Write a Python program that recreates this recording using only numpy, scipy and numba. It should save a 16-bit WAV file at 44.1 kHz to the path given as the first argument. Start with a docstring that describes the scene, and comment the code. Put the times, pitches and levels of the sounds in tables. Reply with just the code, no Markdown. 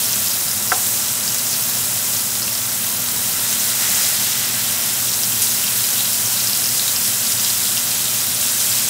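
"""Meat patties sizzle on a hot griddle: thousands of steam bubbles burst in the fat as short swelling
sines, over filtered noise for the steady hiss; the largest spit out loud.
A kitchen hood adds shaped noise, duct resonances and mains hum. A spatula knock excites plate modes,
its slide under the meat is band-filtered noise, and juice on bare metal gushes as decaying bright noise.
One close microphone feeds both channels."""
import sys
import numpy as np
from scipy import signal
from scipy.fft import rfft, irfft, next_fast_len
from scipy.io import wavfile
from scipy.ndimage import uniform_filter1d
from numba import njit

SR = 44100
rng = np.random.default_rng(int(sys.argv[2]) if len(sys.argv) > 2 else 0)


def generate_wav(sig):
    """Save sig (samples, or channels by samples) to the path in sys.argv[1] as 16-bit PCM at SR."""
    pcm = np.round(np.clip(np.atleast_2d(sig).T, -1, 1) * 32767).astype(np.int16)
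    wavfile.write(sys.argv[1], SR, pcm)


N = 392049
T = np.arange(N) / SR  # t/s

# boiling fat by bubble size, used about each column's mean:
# (t/s, middle bubbles level/dB, large bubbles above them level/dB, fine spray above them level/dB)
BOIL = [(0.0, -23.5, -3.5, 2.5), (0.6, -24, -9, 0), (0.89, -22, -8.5, 0.5), (1.14, -24, -7.5, -1),
        (1.65, -24, -6, 1.5), (2.42, -25, -7.5, 0.5), (3.1, -25, -5.5, 1.5), (3.6, -23, -5.5, 0.5),
        (4.06, -20.5, -5, -1), (4.33, -24, -2, 0.5), (5.25, -23, -7, 0.5), (5.7, -23.5, -3.5, 2),
        (6.38, -22.5, -6, 0), (6.9, -22.5, -6, 0), (7.45, -22, -5.5, -0.5), (8.3, -24, -4, 0.5),
        (8.62, -21, -5.5, -1), (8.89, -22, -4.5, -1)]
# pitches of large bubbles, middle bubbles and fine spray: (f/Hz, f/Hz, f/Hz)
BUBBLE_SIZE_HZ = (3500, 6800, 12000)
# relative spectrum of bubbles and steam: (f/Hz, level/dB per Hz)
SIZZLE = [(1000, -14), (1500, -6.5), (2200, -10.5), (3200, -6.5), (4500, -2.5), (5300, -1.5), (7600, 1),
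          (10700, 0.5), (14000, 0.5), (15700, -1.5)]
# colouring by the raised rim and the microphone: (f/Hz, gain/dB)
RIM = [(2050, -2), (2250, -1.5), (2450, 1), (3250, 1), (3550, -0.5), (3850, 0), (4600, -1.5), (5150, 0),
       (5900, 0.5), (6200, -.5), (7500, 1.17), (11000, -1.5), (14000, -0.5), (15600, 1)]
# air pockets between meat and plate: (f/Hz, width/Hz, gain/dB)
POCKETS = [(2740, 120, -5.5), (3850, 210, -6.5), (5180, 330, -6.5)]
# reflections from rim, backsplash, hood and wall: (delay/ms, gain/dB)
ECHOES = [(2.6, -9), (6.2, -9.5), (11, -9), (19, -21)]

# relative spectrum of the hood's air rush: (f/Hz, level/dB per Hz)
HOOD_AIR = [(25, -30), (45, -21), (80, -23), (140, -11.5), (250, -8.5), (280, -17), (330, -13), (560, -14),
            (620, -11.5), (1200, -13), (2200, -16.5), (4000, -15), (6000, -44)]
HOOD_AIR_DB = -34  # rms
# resonances of the hood duct: (f/Hz, width/Hz, rms level/dB)
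HOOD_DUCT = [(107.5, 21, -43), (174, 20, -52.5), (202.5, 12.6, -45.5), (628, 70, -51.5), (744, 90, -54),
             (976, 22, -50), (1148, 24, -50.5), (1363, 41, -46.5), (1555, 63, -49), (2010, 130, -45)]
# mains hum of the motor, about which each level wavers: (f/Hz, rms level/dB)
HOOD_HUM = [(120, -44.5), (240, -46.5), (360, -64), (480, -57), (600, -54), (720, -66)]

# loudest spits of fat, before pockets, echoes and rim: (t/s, peak level/dB, starting f/Hz)
SPITS = [(0.0933, -12, 4890), (0.1877, -9, 6980), (0.2726, -8, 4970), (0.514, -9.5, 5410),
         (0.6754, -9, 5700), (1.2784, -6, 4890), (1.3459, -6, 6630), (1.3855, -12, 4890),
         (1.5299, -8, 5140), (2.1363, -8, 5410), (2.1681, -8, 6310), (2.3533, -12, 5140),
         (2.4211, -11, 4650), (2.428, -9, 5140), (2.4796, -18, 2670), (2.5507, -12, 5700),
         (3.5277, -6, 5990), (4.0453, -12, 3600), (5.1428, -7, 5990), (5.2352, -7, 5410),
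         (5.5204, -11, 4400), (5.6406, -13, 2940), (5.6797, -14, 3090), (5.7608, -8, 8550),
         (5.7973, -11, 5140), (5.841, -8, 4650), (5.9803, -11, 9000), (5.995, -13, 3990),
         (6.0062, -11, 3580), (6.1019, -6, 8550), (6.2329, -8, 7730), (6.3403, -10, 4700),
         (6.4017, -9, 5200), (6.4728, -6, 5140), (6.5326, -8.5, 4650), (6.6416, -8, 4890),
         (6.6587, -7, 5140), (6.6895, -9, 4890), (6.7959, -7, 3990), (6.8567, -7, 7730), (6.8798, -7, 3920),
         (6.9622, -5, 5140), (7.0527, -8, 5140), (7.0775, -10, 4650), (7.2685, -11, 4420),
         (7.3207, -8, 5140), (7.3974, -6, 5700), (7.4485, -9, 4450), (7.4656, -15, 3260),
         (7.4821, -10, 5410), (7.503, -9, 4670), (7.7722, -11.5, 2940), (7.7777, -7, 5700),
         (7.9151, -11, 4650), (8.347, -6, 9000), (8.427, -15, 2960)]
# further spits at random, in busier and calmer spells: (from t/s, to t/s, rate/s^-1)
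SPATTER = [(0, 1.3, 7), (1.3, 2.9, 15), (2.9, 5.1, 1), (5.1, 6.9, 14), (6.9, 8.89, 3)]
SPATTER_DB, SPATTER_SPREAD_DB, SPATTER_HZ, SPATTER_OCTAVES = -16, 3, 4700, .12
SPIT_CYCLES = 1.09  # cycles to swell

# spatula striking the plate and rebounding: (t/s, relative strength/dB, push length/ms)
KNOCKS = [(.719, -2.5, 0.36), (.7234, -6.5, 0.68), (.7288, -7, 1.2), (.7385, -9, 0.83), (.746, -17, 1.2)]
# modes of blade and plate: (f/Hz, relative level/dB, t60/s)
PLATE = [(331, -6.5, 0.094), (444, -14.5, 0.13), (554, -11, 0.12), (636, -18, 0.084), (753, -8, 0.16),
         (776, -10, 0.19), (890, -22, 0.094), (1040, -8, 0.09), (1220, -13, 0.049), (1366, 1.5, 0.039),
         (1554, 6, 0.024), (1700, 2.5, 0.029), (1910, 4, 0.019), (2570, 0.5, .015)]
# the kitchen's rough after-ring: (f/Hz, width/Hz, level/dB, t60/s)
KNOCK_TAIL = [(756, 130, -27.5, 0.41), (1300, 900, -20, 0.075)]

# spatula sliding on the plate, with a hard shove under the patty: (t/s, level/dB)
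SLIDE = [(3.08, -44), (3.74, -38), (3.96, -30.5), (4.18, -35.5), (4.84, -35.5), (5.28, -55)]
# bands in which the sliding blade sings: (f/Hz, width/Hz, relative level/dB)
SLIDE_BODY = [(1430, 210, -0.5), (1750, 280, -5), (1950, 170, 2.5), (905, 690, -5)]

# juice meeting bare hot metal: (t/s, hiss level/dB, centre f/Hz, t60/s, first flash above hiss level/dB)
GUSHES = [(5.418, -18, 9500, 0.7, 1), (7.045, -23, 8000, 0.44, -6), (8.408, -21, 8000, 0.8, -12)]
FLASH_T60_S = .07  # fade of the first flash of steam

TOP_HZ = 15720  # upper cutoff


def undb(db):
    """Amplitude ratio from its logarithmic level in dB."""
    return 10 ** (np.asarray(db) / 20)


def level(x, db):
    """Root-mean-square normalisation to a level in dB."""
    return x * undb(db) / np.sqrt(np.mean(x ** 2))


def shape(table, hz):
    """Spectral level in dB by interpolation on a logarithmic frequency axis."""
    f, db = np.transpose(table)
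    return np.interp(np.log(np.maximum(hz, 1)), np.log(f), db)


def colour(x, db_of_hz):
    """Linear filtering: each Fourier component is scaled by a gain in dB."""
    size = next_fast_len(N)
    hz = np.arange(size // 2 + 1) * SR / size
    return irfft(rfft(x, size) * undb(db_of_hz(hz)), size)[:N]


def band(x, hz, width):
    """Second-order resonance, whose sharpness is centre frequency over bandwidth."""
    return signal.lfilter(*signal.iirpeak(min(hz, .45 * SR), hz / width, fs=SR), x)


def walk(rate):
    """Slow random fluctuation: levels held 1 / rate s and averaged twice; spread near 1."""
    hold = int(SR / rate)
    steps = np.repeat(rng.standard_normal(N // hold + 1), hold)
    return 1.3 * uniform_filter1d(uniform_filter1d(steps, hold), hold)[:N]


@njit
def rings(n, start, turn, swell, glide, size):
    """Transient oscillation: a sine swells for the given samples, then decays; its pitch glides up."""
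    out = np.zeros(n)
    for k in range(len(start)):
        i, w = int(start[k]) + 1, turn[k]
        age = i - start[k]
        phase = w * age
        fade = np.exp(-1 / swell[k])
        # scaled so that the envelope peaks at size when age equals swell
        a = size[k] * np.exp(1 - age / swell[k]) / swell[k]
        while age < 7 * swell[k] and i < n:
            out[i] += a * age * np.sin(phase)
            phase += w
            w = min(w * glide[k], 2.8)
            a *= fade
            age += 1
            i += 1
    return out


def bubbles(s, hz, cycles, size, rise):
    """Bubble resonance: pitch rises by the share rise as the bubble opens over the given cycles."""
    swell = np.maximum(cycles, .4) * SR / hz
    return rings(N, s * SR, 2 * np.pi * hz / SR, swell, (1 + rise) ** (1 / swell), size)


def boil_db(s, hz):
    """Boiling activity by bubble size: level about its mean at a moment and a pitch."""
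    t, mid, large, fine = np.transpose(BOIL)
    columns = (mid + large, mid, mid + fine)
    large_db, mid_db, fine_db = (np.interp(s, t, c - np.mean(c)) for c in columns)
    # -1 for large bubbles, 0 for middle ones, 1 for fine spray
    x = np.interp(np.log(hz), np.log(BUBBLE_SIZE_HZ), [-1, 0, 1])
    return mid_db + np.maximum(-x, 0) * (large_db - mid_db) + np.maximum(x, 0) * (fine_db - mid_db)


def crackle(count, lo_hz, hi_hz, scatter_db, cycles, db):
    """Random bubble bursts: a few exceed the rest, up to a fixed limit."""
    when, pitch, rarity, span = rng.random((count, 4)).T
    s = when * N / SR
    hz = lo_hz * (hi_hz / lo_hz) ** pitch
    extra_db = scatter_db * np.minimum(-np.log(1 - rarity), 4)
    size_db = shape(SIZZLE, hz) + 20 * np.log10(hz / 5000) + boil_db(s, hz) + extra_db
    return level(bubbles(s, hz, cycles * (.5 + span), undb(size_db), 0.029), db)


def steam(swell_db, flicker_db, db):
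    """Turbulent hiss: third-octave noise bands sputter together and flicker alone."""
    out, swell = 0, walk(25)
    for hz in 1600 * 2 ** np.arange(0, 3.4, 1 / 3):
        noise = rng.standard_normal(N)
        noise = band(band(noise, hz, hz / 3), hz, hz / 3)
        band_db = shape(SIZZLE, hz) + boil_db(T, hz) + swell_db * swell + flicker_db * walk(14)
        out = out + noise * undb(band_db)
    return level(out, db)


def hood():
    """Flow noise and resonance: air rush, duct modes and the motor's wavering mains hum."""
    air = level(colour(rng.standard_normal(N), lambda hz: shape(HOOD_AIR, hz)), HOOD_AIR_DB)
    duct = sum(level(band(rng.standard_normal(N), hz, w), db) for hz, w, db in HOOD_DUCT)
    hum = 0
    for hz, db in HOOD_HUM:
        amplitude = np.sqrt(2) * undb(db + 0.78 * walk(5.0))  # sine peak from rms
        hum = hum + amplitude * np.sin(2 * np.pi * (hz * T + rng.random()))
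    return air + duct + hum


def spits():
    """Impulsive bubble bursts: each pitched burst rides on a shorter, lower crack."""
    s = np.concatenate([rng.uniform(t0, t1, int(per_s * (t1 - t0))) for t0, t1, per_s in SPATTER])
    z = rng.standard_normal((len(s), 2)).T
    spatter_db = SPATTER_DB + SPATTER_SPREAD_DB * np.minimum(z[0], 1)
    spatter_hz = SPATTER_HZ * 2 ** (SPATTER_OCTAVES * z[1])
    s, db, hz = np.hstack([np.transpose(SPITS), (s, spatter_db, spatter_hz)])
    burst = bubbles(s, hz, SPIT_CYCLES, undb(db), 0.0092)
    crack = bubbles(s, 0.66 * hz, .55, undb(db - 16.0), 0.018)
    return burst + crack


def pockets(pops):
    """Cavity resonance: the larger bursts ring on in air pockets under the meat."""
    return pops + sum(undb(db) * band(pops, hz, w) for hz, w, db in POCKETS)


def echoes(pops):
    """Specular reflection: hard surfaces repeat the bursts a few ms later."""
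    # np.roll carries the last few ms round to the start
    return pops + sum(undb(db) * np.roll(pops, int(ms * SR / 1000)) for ms, db in ECHOES)


def knocks():
    """Modal excitation: short pushes drive blade and plate; a longer push sounds duller."""
    push = np.zeros(N)
    for s, db, ms in KNOCKS:
        push += undb(db) / ms * np.exp(-.5 * ((T - s) / (ms / 4000)) ** 2)
    age = T[:SR // 4]
    ring = 0
    for hz, db, t60 in PLATE:
        # low modes swell in more slowly, the lowest over tens of ms
        build = 1 - np.exp(-age / (.005 * (700 / hz) ** 3))
        ring = ring + undb(db) * build * np.sin(2 * np.pi * hz * age) * 1000 ** (-age / t60)
    return undb(-33.5) * signal.fftconvolve(push, ring)[:N]


def knock_tail():
    """Reverberant decay: noise bands swell just after the first knock and fade exponentially."""
    age = np.maximum(T - KNOCKS[0][0], 0)
    out = 0
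    for hz, w, db, t60 in KNOCK_TAIL:
        noise = level(band(rng.standard_normal(N), hz, w), db)
        out = out + noise * np.minimum(age / 0.0052, 1) * 1000 ** (-age / t60)
    return out


def slide():
    """Friction noise: the blade rasps unevenly over the plate and sings in a few broad bands."""
    s, db = np.transpose(SLIDE)
    rasp = rng.standard_normal(N) * undb(2.4 * walk(30.06))
    body = sum(undb(g) * band(rasp, hz, w) for hz, w, g in SLIDE_BODY)
    return level(body, 0) * undb(np.interp(T, s, db)) * (T > s[0]) * (T < s[-1])


def gushes():
    """Flash evaporation: sudden bright hiss with a short flash, then a slower decay."""
    out = np.zeros(N)
    for s, db, hz, t60, flash_db in GUSHES:
        age = np.maximum(T - s, 0)
        fade = 1000 ** (-age / t60) + undb(flash_db) * 1000 ** (-age / FLASH_T60_S)
        hiss = level(band(rng.standard_normal(N), hz, 0.76 * hz), db)
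        out += hiss * np.minimum(age / 0.0017, 1) * fade
    return out


def scene():
    """Superposition: the rim-coloured sizzle adds to the spatula and hood sounds."""
    pops = crackle(count=900, lo_hz=2730, hi_hz=6320, scatter_db=2.0, cycles=0.91, db=-34.5) + spits()
    pops = echoes(pockets(pops))
    fizz = crackle(count=45000, lo_hz=1104, hi_hz=14920, scatter_db=2.0, cycles=1.29, db=-23.5)
    sizzle = pops + fizz + steam(swell_db=0.5, flicker_db=0.66, db=-20) + gushes()
    sizzle = colour(sizzle, lambda hz: shape(RIM, hz))
    mono = sizzle + hood() + knocks() + knock_tail() + slide()
    return np.array([mono, mono])


def record(dry):
    """Band limitation: one microphone on both channels, without deep bass and cut steeply at the top."""
    dry = signal.sosfilt(signal.butter(4, 40, "high", fs=SR, output="sos"), dry)
    return signal.sosfilt(signal.ellip(16, .3, 95, TOP_HZ, fs=SR, output="sos"), dry)


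dry = scene()
out = record(dry)
generate_wav(out)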